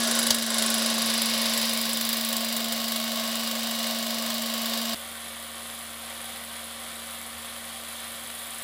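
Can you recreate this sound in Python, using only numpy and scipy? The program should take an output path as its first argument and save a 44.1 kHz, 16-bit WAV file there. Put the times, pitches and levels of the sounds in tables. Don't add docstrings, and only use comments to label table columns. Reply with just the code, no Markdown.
import sys
import numpy as np
from scipy import signal
from scipy.fft import rfft, irfft
from scipy.io import wavfile
from scipy.ndimage import uniform_filter1d

SR = 44100
rng = np.random.default_rng(int(sys.argv[2]) if len(sys.argv) > 2 else 0)


def pcm_store(signal):
    levels = np.round(np.clip(np.atleast_2d(signal), -1, 1) * 32767)
    wavfile.write(sys.argv[1], SR, levels.astype(np.int16).T)


N = 380583
T = np.arange(N) / SR
CUT_S = 4.946


def undb(db):
    return 10 ** (np.asarray(db) / 20)


def unit(x):
    return x / np.sqrt(np.mean(x ** 2))


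def noise():
    return rng.standard_normal(N)


def walk(rate_hz):
    hold = max(int(SR / rate_hz), 2)
    steps = np.repeat(rng.standard_normal(N // hold + 1), hold)
    return 1.18 * uniform_filter1d(steps, hold)[:N]


def settle(start_s, time_s):
    return 1 - np.exp(-np.maximum(T - start_s, 0) / time_s)


def swell(at_s, half_s):
    return np.exp(-((T - at_s) / half_s) ** 2)


def by_place(place, values):
    return np.interp(place, np.arange(len(values)), values)


def colour(x, points, size=4096):
    hz, db = np.transpose(points)
    grid_hz = np.maximum(np.arange(size // 2 + 1) * SR / size, 1)
    gain = undb(np.interp(np.log(grid_hz), np.log(hz), db))
    cepstrum = irfft(np.log(gain))
    cepstrum[1:size // 2] *= 2
    cepstrum[size // 2 + 1:] = 0
    response = irfft(np.exp(rfft(cepstrum)))
    return signal.oaconvolve(x, response / np.linalg.norm(response))[:N]


def ring(x, t60_s, wet_db, size=16384):
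    tail = rng.standard_normal(size) * np.exp(-np.log(1000) * T[:size] / t60_s)
    tail *= undb(wet_db) / np.linalg.norm(tail)
    tail[0] += 1
    return signal.oaconvolve(x, tail / np.linalg.norm(tail))[:N]


def resonate(x, modes):
    return unit(sum(undb(db) * signal.lfilter(*signal.iirpeak(hz, hz / width_hz, fs=SR), x)
                    for hz, width_hz, db in modes))


# freq_hz, level_db
RUMBLE_SPECTRUM = [(20, -16), (50, -8.5), (80, -10.5), (120, -4), (180, 1), (260, -2), (380, -2),
                   (600, -22)]


def rumble(level_db):
    return colour(noise(), RUMBLE_SPECTRUM) * undb(level_db)


# start_s, level_db, pitch_hz, decay_s
THUMP_EVENTS = [(.305, -43, 68, .012), (.309, -24, 620, .009), (7.35, -52, 82, .04)]


def thumps():
    out = np.zeros(N)
    for start_s, level_db, pitch_hz, decay_s in THUMP_EVENTS:
        age_s = np.maximum(T - start_s, 0)
        out += undb(level_db) * np.exp(-age_s / decay_s) * np.sin(2 * np.pi * pitch_hz * age_s)
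    return out


# start_s, level_db, decay_s
SWITCH_BLOWS = [(.3047, -13.5, .002), (.3057, -10.5, .0016), (.3072, -13.5, .0016), (.3102, -21, .002)]
# freq_hz, level_db
SWITCH_SPECTRUM = [(30, -20), (75, -13), (150, -23), (400, -20), (650, -8), (1100, -18), (2600, -15),
                   (3200, 0), (4200, 0), (5400, -2.5), (7200, -7), (9000, -16), (12000, -19), (14000, -14),
                   (16000, -22)]


def lamp_switch():
    blows = np.zeros(N)
    for start_s, level_db, decay_s in SWITCH_BLOWS:
        fading = np.exp(-np.maximum(T - start_s, 0) / decay_s)
        blows += undb(level_db) * (T >= start_s) * fading
    return colour(ring(blows * noise(), t60_s=.09, wet_db=-6), SWITCH_SPECTRUM)


def shaft(speed_hz, first_stroke_s):
    turns = np.cumsum(speed_hz) / SR
    return turns - np.interp(first_stroke_s, T, turns)


def near_shaft():
    free_hz, sag_hz, regain_hz = 77.034, 1.668, .979
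    sag_at_s, sag_s, regain_s = .36, .06, 3
    speed_hz = free_hz - sag_hz * settle(sag_at_s, sag_s) + regain_hz * settle(sag_at_s, regain_s)
    return shaft(speed_hz, first_stroke_s=.0340)


def far_shaft():
    warm_hz, lacking_hz, settle_s = 77.29, .39, .9
    return shaft(warm_hz - lacking_hz * (1 - settle(CUT_S, settle_s)), first_stroke_s=5.0475)


def tones(turns, table, hum_waver_db, waver_db, slip_cycles):
    out = undb(hum_waver_db * walk(8.1)) * np.sin(2 * np.pi * 3 * turns)
    for multiple, level_db in table:
        looseness = min(multiple / 10, 1)
        phase = multiple * turns + looseness * slip_cycles * walk(7) + rng.random()
        gain = undb(level_db + np.sqrt(looseness) * waver_db * walk(12))
        out += gain * np.sin(2 * np.pi * phase)
    return np.sqrt(2) * out


# shaft_multiple, at_switch_db, at_lamp_db, step_back_db
NEAR_TONES = [(1, -34, -35, -32), (4, -29, -29, -27), (8.22, -21, -21, -18), (9.01, -21, -21, -18),
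              (13.7, -20, -19, -28), (14.52, -16, -16, -12.5), (15.02, -24, -18, -22),
              (21.88, -15, -20, -24), (37.04, -22, -23, -20), (38.04, -18, -18, -12),
              (58.08, -25, -19, -17), (59.08, -25, -23, -14.5), (64.08, -22, -19, -21)]


def near_motor(turns, place, hum_db):
    table = [(multiple, by_place(place, levels_db)) for multiple, *levels_db in NEAR_TONES]
    return tones(turns, table, hum_waver_db=0.27, waver_db=2.0, slip_cycles=0.049) * undb(hum_db - 0.46)


# shaft_multiple, level_db
FAR_TONES = [(1, -7.5), (4, -20), (7, -10), (8, -11), (9, -10), (14, -11), (14.5, -11), (15, -8),
             (15.82, -13), (19, -14), (27, -11), (29, -11), (42.33, -14)]


def far_motor(turns, hum_db):
    return tones(turns, FAR_TONES, hum_waver_db=.4, waver_db=0.5, slip_cycles=.06) * undb(hum_db - 0.5)


def rasp(turns, repeat_db, throb_db, grain_db, size=512):
    track = signal.resample(rng.standard_normal(size), size * 8)
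    play_turns = 0.0052 * walk(30)
    track_turns = np.arange(len(track)) / len(track)
    repeating = unit(np.interp(turns + play_turns, track_turns, track, period=1))
    grains = unit(noise() * undb(grain_db * walk(1500)))
    throb = undb(throb_db * np.cos(2 * np.pi * (turns - .2)) + .5 * walk(10))
    return unit((grains + undb(repeat_db) * repeating) * throb)


# freq_hz, level_db
SWITCH_WHIRR = [(180, -39), (300, -14), (645, 1), (930, -5.5), (1100, -1), (1210, -10), (1430, -1),
                (2250, -7), (3580, -0.5), (6620, -4), (10900, -10.5), (12500, -21), (14700, -21),
                (16000, -46)]
LAMP_WHIRR = [(180, -46), (300, -19), (425, -15.5), (537, -3), (774, -7), (1120, -5), (1230, -10),
              (3760, -0.5), (4910, -1), (5800, -6), (9090, -13.5), (10400, -8.5), (12300, -14),
              (14700, -26), (16000, -37)]
BACK_WHIRR = [(180, -32), (300, -34), (440, -13), (645, -0.5), (885, -7.5), (1120, -6), (1280, -10.5),
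              (2650, -7), (2880, -3.5), (4370, -4), (5700, -8.5), (7440, -11.5), (9090, -13),
              (14700, -13.5), (16000, -16)]
# freq_hz, width_hz, level_db
HOUSING_MODES = [(542, 42, 5), (633, 19, 2), (1068, 83, -5.5), (2970, 120, -4), (4530, 250, -3.5)]


def near_whirr(turns, place, whirr_db):
    rub = ring(rasp(turns, repeat_db=-14, throb_db=0.26, grain_db=2.0), t60_s=0.081, wet_db=-7)
    rub = signal.sosfilt(signal.butter(1, 12000, fs=SR, output="sos"), rub)
    whirr = np.zeros(N)
    for index, spectrum in enumerate([SWITCH_WHIRR, LAMP_WHIRR, BACK_WHIRR]):
        share = np.maximum(1 - abs(place - index), 0)
        whirr += share * colour(rub, spectrum)
    housing_rub = rasp(turns, repeat_db=-16, throb_db=0.0, grain_db=2.5)
    whirr += undb(-14) * resonate(housing_rub, HOUSING_MODES)
    return whirr * undb(whirr_db + 2.5)


# freq_hz, level_db
SCREEN_WHIRR = [(180, -43), (300, -15.5), (416, -13.5), (541, -1.5), (647, -4), (775, 0.5), (855, -9),
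                (1090, 1), (1230, -2), (2100, -2.5), (2600, -5.5), (3550, -0.5), (6000, -14.5), (9800, -5),
                (15000, -22.5)]
# freq_hz, width_hz, level_db
CARRYING_MODES = [(546, 60, -5), (1050, 55, -14), (3330, 670, -8)]


def far_whirr(turns, casting, whirr_db):
    rub = rasp(turns, repeat_db=-13.5, throb_db=-0.7, grain_db=1.5) + undb(-6.5) * casting
    whirr = colour(ring(rub, t60_s=.25, wet_db=-5.5), SCREEN_WHIRR)
    carrying_rub = rasp(turns, repeat_db=-8.5, throb_db=-1.5, grain_db=2.5)
    whirr += undb(-9) * resonate(carrying_rub, CARRYING_MODES)
    return whirr * undb(whirr_db + 3.0)


# time_s, pull_db (before weighting)
HARD_PULL_EVENTS = [(.19, 2.5), (.27, 2.5), (.35, 2.5), (.58, 1.5), (.62, 2.5), (1.22, 3), (1.26, 1.7),
                    (2.13, 1), (2.33, 2), (2.37, 3), (2.57, 2.5), (2.72, 2.5)]
# cycle_share, decay_s, casting_db, gate_db, film_db, screen_change_db
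FRAME_STROKES = [(0, 0.0029, 1, 9.5, 1, -4), (.068, 0.0031, 0.5, -2.5, -2, 1),
                 (.2, 0.0036, -7.5, 3.5, -11, -4.5), (.37, .002, -5, -17, -2, 7),
                 (.415, 0.0018, -4, -12, -6, -4), (0.532, 0.0022, -12, -3, -6, -5),
                 (.73, 0.0026, -5.5, -35, -6, 13), (.87, .0015, -11, -31, -11, -6)]


def pull_forces(count, frames):
    tug_frames, tightest_frame = 11.31, 6.15
    tug = np.cos(2 * np.pi * (count - tightest_frame) / tug_frames)
    pull_db = 0.36 * tug + .5 * rng.standard_normal(len(count))
    for time_s, hard_db in HARD_PULL_EVENTS:
        pull_db[np.argmin(abs(count - np.interp(time_s, T, frames)))] = hard_db
    return pull_db


def claw(turns, by_screen, scatter_db, jitter_s, pull_weight=1.58):
    frames = turns / 3
    count = np.arange(np.ceil(frames[0]) - 1, frames[-1])
    pull_db = pull_forces(count, frames)
    power = np.zeros((3, N))
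    for share, decay_s, *part_db, screen_db in FRAME_STROKES:
        chance = rng.standard_normal((len(count), 2))
        when_s = np.interp(count + share, frames, T, left=-1, right=-1) + jitter_s * chance[:, 0]
        heard = (when_s > 0) & (when_s < T[-1])
        force_db = pull_weight * (1 - share) ** 2 * pull_db + scatter_db * chance[:, 1]
        blows = np.zeros(N)
        blows[(when_s[heard] * SR).astype(int)] = undb(force_db[heard]) ** 2
        fading = signal.lfilter([1], [1, -np.exp(-2 / (decay_s * SR))], blows + 1e-18)
        fading = np.abs(uniform_filter1d(fading, size=32))
        power += undb(np.array(part_db) + by_screen * screen_db)[:, None] ** 2 * fading
    return [unit(np.sqrt(p) * noise()) for p in power]


# freq_hz, level_db
GATE_SPECTRUM = [(5000, -34), (7600, -5.5), (8900, -8.5), (9900, -0.5), (10550, 2), (11200, -4),
                 (12000, -9.5), (16000, -29)]
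FILM_SPECTRUM = [(8000, -23), (11800, -20), (13200, -1.5), (14700, -0.5), (15600, -4), (17000, -11)]


def gate_and_film(gate, film, gate_db, film_db):
    return colour(gate, GATE_SPECTRUM) * undb(gate_db) + colour(film, FILM_SPECTRUM) * undb(film_db)


# freq_hz, level_db
CASTING_SPECTRUM = [(400, -29), (1100, -12.5), (2400, -9.5), (3000, 1.5), (3700, 4), (5000, -4.5),
                    (6000, -15), (7500, 3), (8800, -12), (12000, -21)]
# freq_hz, width_hz, level_db
CASTING_MODES = [(1980, 760, -5.5), (3770, 140, -4), (4780, 230, -2)]


def near_knocks(turns, casting_db, gate_db, film_db):
    casting, gate, film = claw(turns, by_screen=False, scatter_db=1.4, jitter_s=0.0002)
    knocks = colour(casting, CASTING_SPECTRUM) * undb(casting_db + 1.3)
    knocks += resonate(casting, CASTING_MODES) * undb(casting_db - 4.2)
    knocks += gate_and_film(gate, film, gate_db - 1.0, film_db + 1.0)
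    return ring(knocks, t60_s=.15, wet_db=-14)


# hum_db, whirr_db, casting_db, gate_db, film_db, rumble_db
NEAR_LEVELS = [(-31.5, -30, -37, -31.5, -41.5, -49.5), (-32.3, -30.2, -40.5, -34.5, -41.5, -49.5),
               (-35, -34, -41.5, -42, -41, -54.5)]
# hum_db, whirr_db, casting_db, gate_db, film_db, rumble_db
OVER_GATE_CHANGE = (-2, -2.5, 2, 0, 5.5, -2)


def near_levels(place):
    over_gate = swell(at_s=2.05, half_s=0.47)
    surge_db = -2.5 * swell(at_s=.46, half_s=0.13)
    return [by_place(place, levels_db) + change_db * over_gate + surge_db
            for levels_db, change_db in zip(np.transpose(NEAR_LEVELS), OVER_GATE_CHANGE)]


# hum_db, whirr_db, gate_db, film_db
SCREEN_LEVELS = (-51, -43.5, -48.5, -48)


def screen_levels():
    lean_at_s, lean_db_per_s = 7.64, (-3, 0.5, 3, 3)
    leaning_s = np.maximum(T - lean_at_s, 0)
    return [level_db + slope * leaning_s for level_db, slope in zip(SCREEN_LEVELS, lean_db_per_s)]


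def by_the_screen():
    turns = far_shaft()
    hum_db, whirr_db, gate_db, film_db = screen_levels()
    casting, gate, film = claw(turns, by_screen=True, scatter_db=1.5, jitter_s=.0003)
    knocks = ring(gate_and_film(gate, film, gate_db + 2.5, film_db - 0.5), t60_s=0.36, wet_db=-0.5)
    return rumble(-58) + far_motor(turns, hum_db) + far_whirr(turns, casting, whirr_db) + knocks


# time_s, place (0 switch, 1 lamp house, 2 a step back)
LISTENER_PATH = [(.55, 0), (1.2, 1), (1.9, 1), (2.9, 2)]


def close_by():
    turns = near_shaft()
    time_s, places = np.transpose(LISTENER_PATH)
    place = np.interp(T, time_s, places)
    hum_db, whirr_db, casting_db, gate_db, film_db, rumble_db = near_levels(place)
    motor = near_motor(turns, place, hum_db)
    whirr = near_whirr(turns, place, whirr_db)
    return rumble(rumble_db) + motor + whirr + near_knocks(turns, casting_db, gate_db, film_db)


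def scene():
    near = close_by() + lamp_switch()
    return (np.where(T < CUT_S, near, by_the_screen()) + thumps())[None]


def record(dry):
    near, far = (signal.sosfilt(signal.ellip(10, .2, 70, cutoff_hz, fs=SR, output="sos"), dry)
                 for cutoff_hz in (15850, 15050))
    return np.where(T < CUT_S, near, far)


dry = scene()
out = record(dry)
pcm_store(out)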